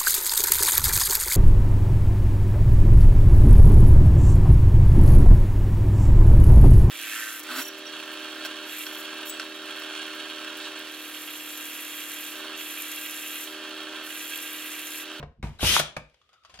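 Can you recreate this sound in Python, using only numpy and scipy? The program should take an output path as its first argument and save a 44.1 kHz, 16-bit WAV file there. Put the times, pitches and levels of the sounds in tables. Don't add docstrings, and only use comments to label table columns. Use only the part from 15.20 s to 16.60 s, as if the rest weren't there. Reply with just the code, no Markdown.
import sys
import numpy as np
from scipy import signal
from scipy.fft import rfft, irfft, next_fast_len
from scipy.io import wavfile
from scipy.ndimage import uniform_filter1d, map_coordinates

SR = 44100
rng = np.random.default_rng(int(sys.argv[2]) if len(sys.argv) > 2 else 0)


def inscribe(sig):
    pcm = np.round(np.clip(np.atleast_2d(sig).T, -1, 1) * 32767)
    wavfile.write(sys.argv[1], SR, pcm.astype(np.int16))


def boost(x):
    u = np.asarray(x, float) / 20
    return 10 ** u


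N = 61739
T = np.arange(N) / SR

# time_s, level_db
WHIR = [
    (0.385, -85),
    (0.391, -52.5),
    (0.429, -25),
    (0.469, -22),
    (0.575, -22),
    (0.591, -29),
    (0.597, -21),
    (0.625, -43.5),
]
# time_s, mesh_hz
MESH = [(0.4, 2600), (0.44, 2760), (0.458, 2960), (0.47, 3020), (0.515, 3170), (0.545, 3200), (0.565, 3370),
        (0.6, 3300), (0.63, 3000)]
# multiple_of_mesh, level_over_whir_db
MESH_ORDERS = [
    (.83, -18.5),
    (.92, -15),
    (1, -5.5),
    (1.09, -18),
    (1.8, -13.5),
    (2, -14),
    (3, -29),
]
# time_s, level_db
LOAD = [
    (0.4, -17.5),
    (0.452, -4.5),
    (0.459, 0.5),
    (0.58, 1),
    (0.61, -7.5),
]
# start_s, end_s
CHOP_SPAN = (.389, .6)
# frequency_hz, density_db_per_hz
GEARBOX = [(88, -36), (150, -4.5), (722, -10), (1600, -2.5), (1730, -3.5), (3100, 1.5), (8010, -7.5),
           (10100, -9), (15500, -13)]
# pitch_hz, width_hz, level_db
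HOUSING = [(2480, 75, -5), (3600, 340, -8.5), (5026, 110, -12.5), (5540, 170, -12.5), (8660, 120, -7),
           (9710, 120, 3)]

# start_s, peak_db, pitch_hz, t60_s, broad_noise_db
TAPS = [
    (0.001, -34, 581, 0.09, -12),
    (0.0275, -26, 546, .06, -10.5),
]
# start_s, peak_db, pitch_hz, t60_s, broad_noise_db
KNOCKS = [(0.4305, -11.5, 320, 0.067, -33), (0.2273, -31.5, 2190, 0.037, -7.5),
          (0.2273, -36, 3790, 0.041, -23), (0.236, -41.5, 960, 0.27, -3), (0.394, -33, 1500, 0.042, -15.5),
          (0.408, -21.5, 3160, .03, -22.5), (0.415, -23.5, 2950, .02, -16.5), (0.42, -26, 2600, .03, -22.5),
          (0.428, -21, 540, 0.095, -10), (0.445, -24.5, 780, 0.07, -6.5), (0.5648, -1.5, 1207, 0.018, -19),
          (0.5648, -11.5, 2410, 0.021, -22), (0.5965, -14, 3450, 0.027, -12),
          (0.5953, -15.5, 651, 0.043, -12.5), (0.597, -15.5, 1460, 0.034, -10.5),
          (0.607, -21.5, 1348, 0.021, -27), (0.7647, -45, 1900, 0.013, 5), (0.7657, -26, 1243, 0.044, -6.5),
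          (0.766, -20.5, 2380, 0.035, -12.5), (0.766, -34.5, 515, 0.041, -9),
          (0.768, -29, 1545, 0.024, -9.5), (0.775, -39, 900, 0.077, -5), (0.27, -58, 6450, 0.032, 14),
          (0.29, -58, 6000, 0.026, 8), (0.345, -64, 6800, .03, -7), (0.361, -61, 6600, .03, -9)]
# start_s, peak_db, pitch_hz, t60_s, broad_noise_db
TICKS = [(0.898, -59.5, 9500, .015, -2.5), (0.943, -57.5, 554, 0.032, -1.5), (1.0148, -53, 1230, 0.06, -26),
         (1.015, -55, 3400, .06, -13), (1.091, -54.5, 1250, 0.068, -12.5),
         (1.0913, -56.5, 3400, 0.047, -9.5), (1.13, -56.5, 770, 0.08, -3),
         (1.138, -52.5, 1305, 0.084, -10.5), (1.235, -61.5, 4880, 0.055, -1),
         (1.2487, -44.5, 1143, 0.066, -6), (1.2951, -51.5, 1054, 0.17, -5), (1.3395, -53, 2750, .06, -1),
         (1.3405, -50, 4830, 0.048, 3.5), (1.341, -54.5, 8630, 0.14, -10), (1.34, -56, 720, .08, -16),
         (1.349, -46, 750, 0.073, -9), (1.357, -52.5, 3200, 0.046, 0), (1.367, -54, 6600, .04, -11),
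         (1.374, -54, 700, 0.047, 2), (1.3885, -42, 4500, 0.092, -17), (1.3905, -38.5, 3220, 0.08, -8.5),
         (1.3905, -44, 4930, .08, -17), (1.391, -45.5, 1780, .07, -14), (1.393, -49, 6880, .05, -25),
         (1.392, -57, 8700, 0.046, -25), (1.394, -36.5, 619, 0.05, -24)]
# pitch_hz, width_hz, level_db
BOARD = [(330, 120, -10), (540, 130, -4), (900, 280, -4.5), (2300, 490, -15)]
# pitch_hz, width_hz, level_db
STEEL = [(750, 125, -7), (2750, 250, 2.5), (3400, 250, 3.5), (4830, 350, 1.5), (6600, 330, -4),
         (8790, 280, -12)]
# frequency_hz, density_db_per_hz
SNAP = [(200, -28), (600, 4.5), (2500, 2), (5000, -6.5), (7000, -10.5), (9000, -13.5), (15500, -27)]
# time_s, pitch_hz, level_db
SWING = [(1.011, 1203, -95), (1.016, 1206, -67.5), (1.07, 1240, -78.5), (1.138, 1326, -65.5),
         (1.2, 1360, -70), (1.299, 1400, -63), (1.4, 1440, -78)]
# start_s, end_s, level_db
SCRAPE = (0.229, 0.295, -64)

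# start_s, push_db, ring_time_factor, high_modes_db
PUSHES = [(0.0, -39.5, 0.46, 14), (0.028, -32.5, .9, -0.5), (0.187, -44, 1.4, 0.5), (0.231, -23, 0.95, 1),
          (0.244, -29, 1, -13), (0.304, -49, 0.5, 14), (0.33, -41.5, 0.48, -7), (0.429, -17, .9, -2.5),
          (0.4414, -22.5, 0.3, -16), (0.499, -39, 1.1, -14), (0.549, -40.5, 0.78, 8),
          (0.598, -40.5, 1.1, 10), (0.768, -35, 0.67, 5.5), (0.81, -46, 0.6, 4), (1.337, -44.5, 0.56, -0.5),
          (1.3935, -38, 0.38, 4)]
# pitch_hz, level_db, t60_s
BENCH = [(58.54, -7, 0.36), (77.7, 2.5, 0.092), (147, 0, 0.13), (209.6, -1.5, 0.07), (313, -12.5, 0.095)]

# frequency_hz, t60_s
ROOM = [(100, 0.52), (1000, 0.31), (3000, 0.33), (8000, 0.25), (15000, 0.11)]
# frequency_hz, likeness
ALIKE = [(60, 0.95), (200, 0.93), (500, .75), (1500, 0.38), (3000, 0.29), (5000, -0.025), (12000, 0.25)]
# frequency_hz, likeness
NEAR = [(60, 0.9), (200, .94), (500, 0.85), (1500, 0.62), (4000, .3), (12000, .3)]
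# frequency_hz, left_over_right_db
LEAN = [(100, 1), (500, 0.3), (1500, 1.5), (3000, 2.2), (6000, 5), (12000, -0.6)]
# frequency_hz, density_db
AIR = [(18, -44.5), (40, -23), (65, -11.5), (263, -26.5), (520, -17.5), (900, -31.5), (1800, -23),
       (3000, -19), (15500, -49.5)]
# time_s, level_db
AIR_LEVEL = [(0, 3), (0.1, -18), (0.22, -24.5), (0.3, -1.5), (1.2, -8), (1.4, 3)]


def unit(x):
    return x / np.sqrt(np.mean(x ** 2) + 1e-20)


def along(points, hz):
    f, v = np.transpose(points)
    return np.interp(np.log(hz + 1), np.log(f + 1), v)


def curve(rows, outside=None):
    return np.interp(T, *np.transpose(rows), left=outside, right=outside)


def wobble(rate):
    knots = rng.standard_normal(int(N * rate / SR) + 4)
    return map_coordinates(knots, [T * rate])


def filtered(x, response):
    m = next_fast_len(x.shape[-1] + 4096)
    spectrum = rfft(x, m) * response(np.fft.rfftfreq(m, 1 / SR))
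    return irfft(spectrum, m)[..., :x.shape[-1]]


def peaks(rows, f):
    return sum((-1) ** k * boost(db) * 1j * f * width / (hz * hz - f * f + 1j * f * width)
               for k, (hz, width, db) in enumerate(rows))


def spread(x, y, alike=ALIKE):
    lag_s = -0.000081

    def turn(f):
        return np.arccos(np.clip(along(alike, f), -1, 1)) / 2

    mid = filtered(x, lambda f: np.cos(turn(f)))
    side = filtered(y, lambda f: np.sin(turn(f)))
    sign = np.array([[1], [-1]])
    return filtered(mid + sign * side,
                    lambda f: boost(sign * along(LEAN, f) / 2) * np.exp(-1j * np.pi * f * lag_s * sign))


def gear_rattle():
    grain_db, housing_db = -1, 2.5
    grains = rng.standard_normal(N) * boost(grain_db * wobble(300) + 1.6 * wobble(60))
    return unit(filtered(
        grains, lambda f: boost(along(GEARBOX, f)) * (1 + boost(housing_db) * abs(peaks(HOUSING, f)))))


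def gear_mesh():
    blur_hz, flutter_db = 58.9, 3
    total = np.zeros(N)
    for multiple, db in MESH_ORDERS:
        level = boost(db + curve(LOAD) + flutter_db * wobble(70))
        hz = multiple * curve(MESH) + blur_hz * wobble(150)
        total += level * np.sin(2 * np.pi * np.cumsum(hz) / SR)
    return total


def switching_whine():
    chop_hz, start_db, rise_db = 3930, -45, 4
    on, off = CHOP_SPAN
    level_db = curve([(on, start_db), (on + 0.035, start_db + rise_db), (off, start_db + rise_db)], -140)
    return boost(level_db + 1.7 * wobble(90)) * np.sin(2 * np.pi * chop_hz * T)


def drill():
    return boost(curve(WHIR, -140)) * (gear_rattle() + gear_mesh()) + switching_whine()


def knocks(rows, struck, struck_db, share):
    rise_cycles = 0.54
    ring_life, body_share, body_width = 0.6, 0.15, 0.4
    out, t = np.zeros(N + SR), T[:SR // 5]
    for start_s, db, hz, t60, treble_db in rows:
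        a, b, c = rng.standard_normal((3, len(t)))
        body = unit(filtered(a, lambda f: peaks([(hz, body_width * hz, 0)], f) ** 2))
        snap = unit(filtered(b, lambda f: boost(along(SNAP, f))))
        rest = boost(struck_db) * unit(filtered(c, lambda f: peaks(struck, f)))
        swell = 1 - np.exp(-t * hz / rise_cycles)
        ring = np.sin(2 * np.pi * hz * t) * swell * boost(-60 * t / (ring_life * t60))
        noise = boost(-60 * t / t60) * (body_share * body + boost(treble_db) * (rest + snap))
        onset = 1 - np.exp(-t / 0.00027)
        out[round(start_s * SR):][:len(t)] += boost(db) * onset * (share * ring + noise)
    return out[:N]


def contacts(share):
    tap_top_hz, board_db = 4930, 3
    taps = knocks(TAPS, BOARD, board_db, share)
    taps = filtered(taps, lambda f: 1 / (1 + 1j * f / tap_top_hz) ** 3)
    return taps + knocks(KNOCKS, BOARD, board_db, share) + loose_parts(share)


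def loose_parts(share):
    return knocks(TICKS, STEEL, 0, share) + loose_part() + scrape()


def loose_part():
    blur_hz, flutter_db, upper, upper_db = 85, 3.5, 2.7, -8
    time_s, pitch_hz, level_db = np.transpose(SWING)

    def tone(multiple):
        level = boost(flutter_db * wobble(110))
        hz = np.interp(T, time_s, pitch_hz) + blur_hz * wobble(250)
        return level * np.sin(2 * np.pi * multiple * np.cumsum(hz) / SR)

    return boost(np.interp(T, time_s, level_db, left=-140)) * (tone(0.99) + boost(upper_db) * tone(upper))


def scrape():
    grain_db = 4.5
    on, off, db = SCRAPE
    grains = rng.standard_normal(N) * boost(grain_db * wobble(400))
    grains = filtered(grains, lambda f: peaks([(6000, 7000, 0)], f) ** 2)
    level_db = curve([(on, db), (off, db - 1), (off + .012, db - 10), (off + .07, db - 9)], -140)
    return boost(level_db) * unit(grains)


def bench():
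    out, t = np.zeros(N + SR), T[:SR // 2]
    onset = 1 - np.exp(-t / 0.0055)
    for start_s, db, lasts, high_db in PUSHES:
        for hz, level_db, t60 in BENCH:
            gain = boost(db + level_db + high_db * (hz > 100) - 60 * t / (lasts * t60))
            out[round(start_s * SR):][:len(t)] += gain * np.sin(2 * np.pi * hz * t) * onset
    return out[:N]


def expanded(x):
    threshold_db, slope, window_s = -52.5, 1, 0.042
    power = uniform_filter1d(np.mean(x ** 2, axis=0), round(window_s * SR))
    level_db = 10 * np.log10(abs(power) + 1e-12)
    return x * boost(slope * np.minimum(level_db - threshold_db, 0))


def room(x):
    renewal_s, delay = 0.18, 250
    wet, step = np.zeros((2, N + SR)), round(renewal_s * SR)
    for start in range(0, N, step):
        hz, t, z = signal.stft(rng.standard_normal((2, SR // 2)), SR, nperseg=256)
        decay = boost(-60 * t / along(ROOM, hz)[:, None])
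        tail = signal.istft(z * decay, SR, nperseg=256)[1]
        tail = tail / np.linalg.norm(tail[0])
        part = signal.fftconvolve(x[None, start:start + step], tail, axes=1)
        wet[:, start + delay:start + delay + part.shape[1]] += part
    return spread(*wet[:, :N])


def air():
    air_db, sway_db = -64, 1.2
    a, b = filtered(rng.standard_normal((2, N)), lambda f: boost(along(AIR, f)))
    return boost(air_db + curve(AIR_LEVEL) + sway_db * wobble(17)) * spread(unit(a), unit(b))


def scene():
    room_db, knock_room_db, thump_room_db = -10, -11, -9
    whir, hits = drill(), contacts(0.8)
    whir_side, hits_side = drill(), contacts(0)
    thump = bench()
    direct = spread(whir, whir_side) + spread(hits, hits_side, NEAR)
    thumps = expanded(thump + boost(thump_room_db) * room(thump))
    walls = room(boost(room_db) * whir + boost(knock_room_db) * hits)
    return direct + thumps + walls + air()


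def roll_off(x):
    return signal.sosfilt(signal.butter(12, 15710, fs=SR, output="sos"), x)


def record(dry):
    top_hz, edge_hz = 15600, 800
    mix = filtered(dry, lambda f: np.sin(np.pi / 2 * np.clip((top_hz - f) / edge_hz, 0, 1)) ** 2)
    return roll_off(mix)


dry = scene()
out = record(dry)
inscribe(out)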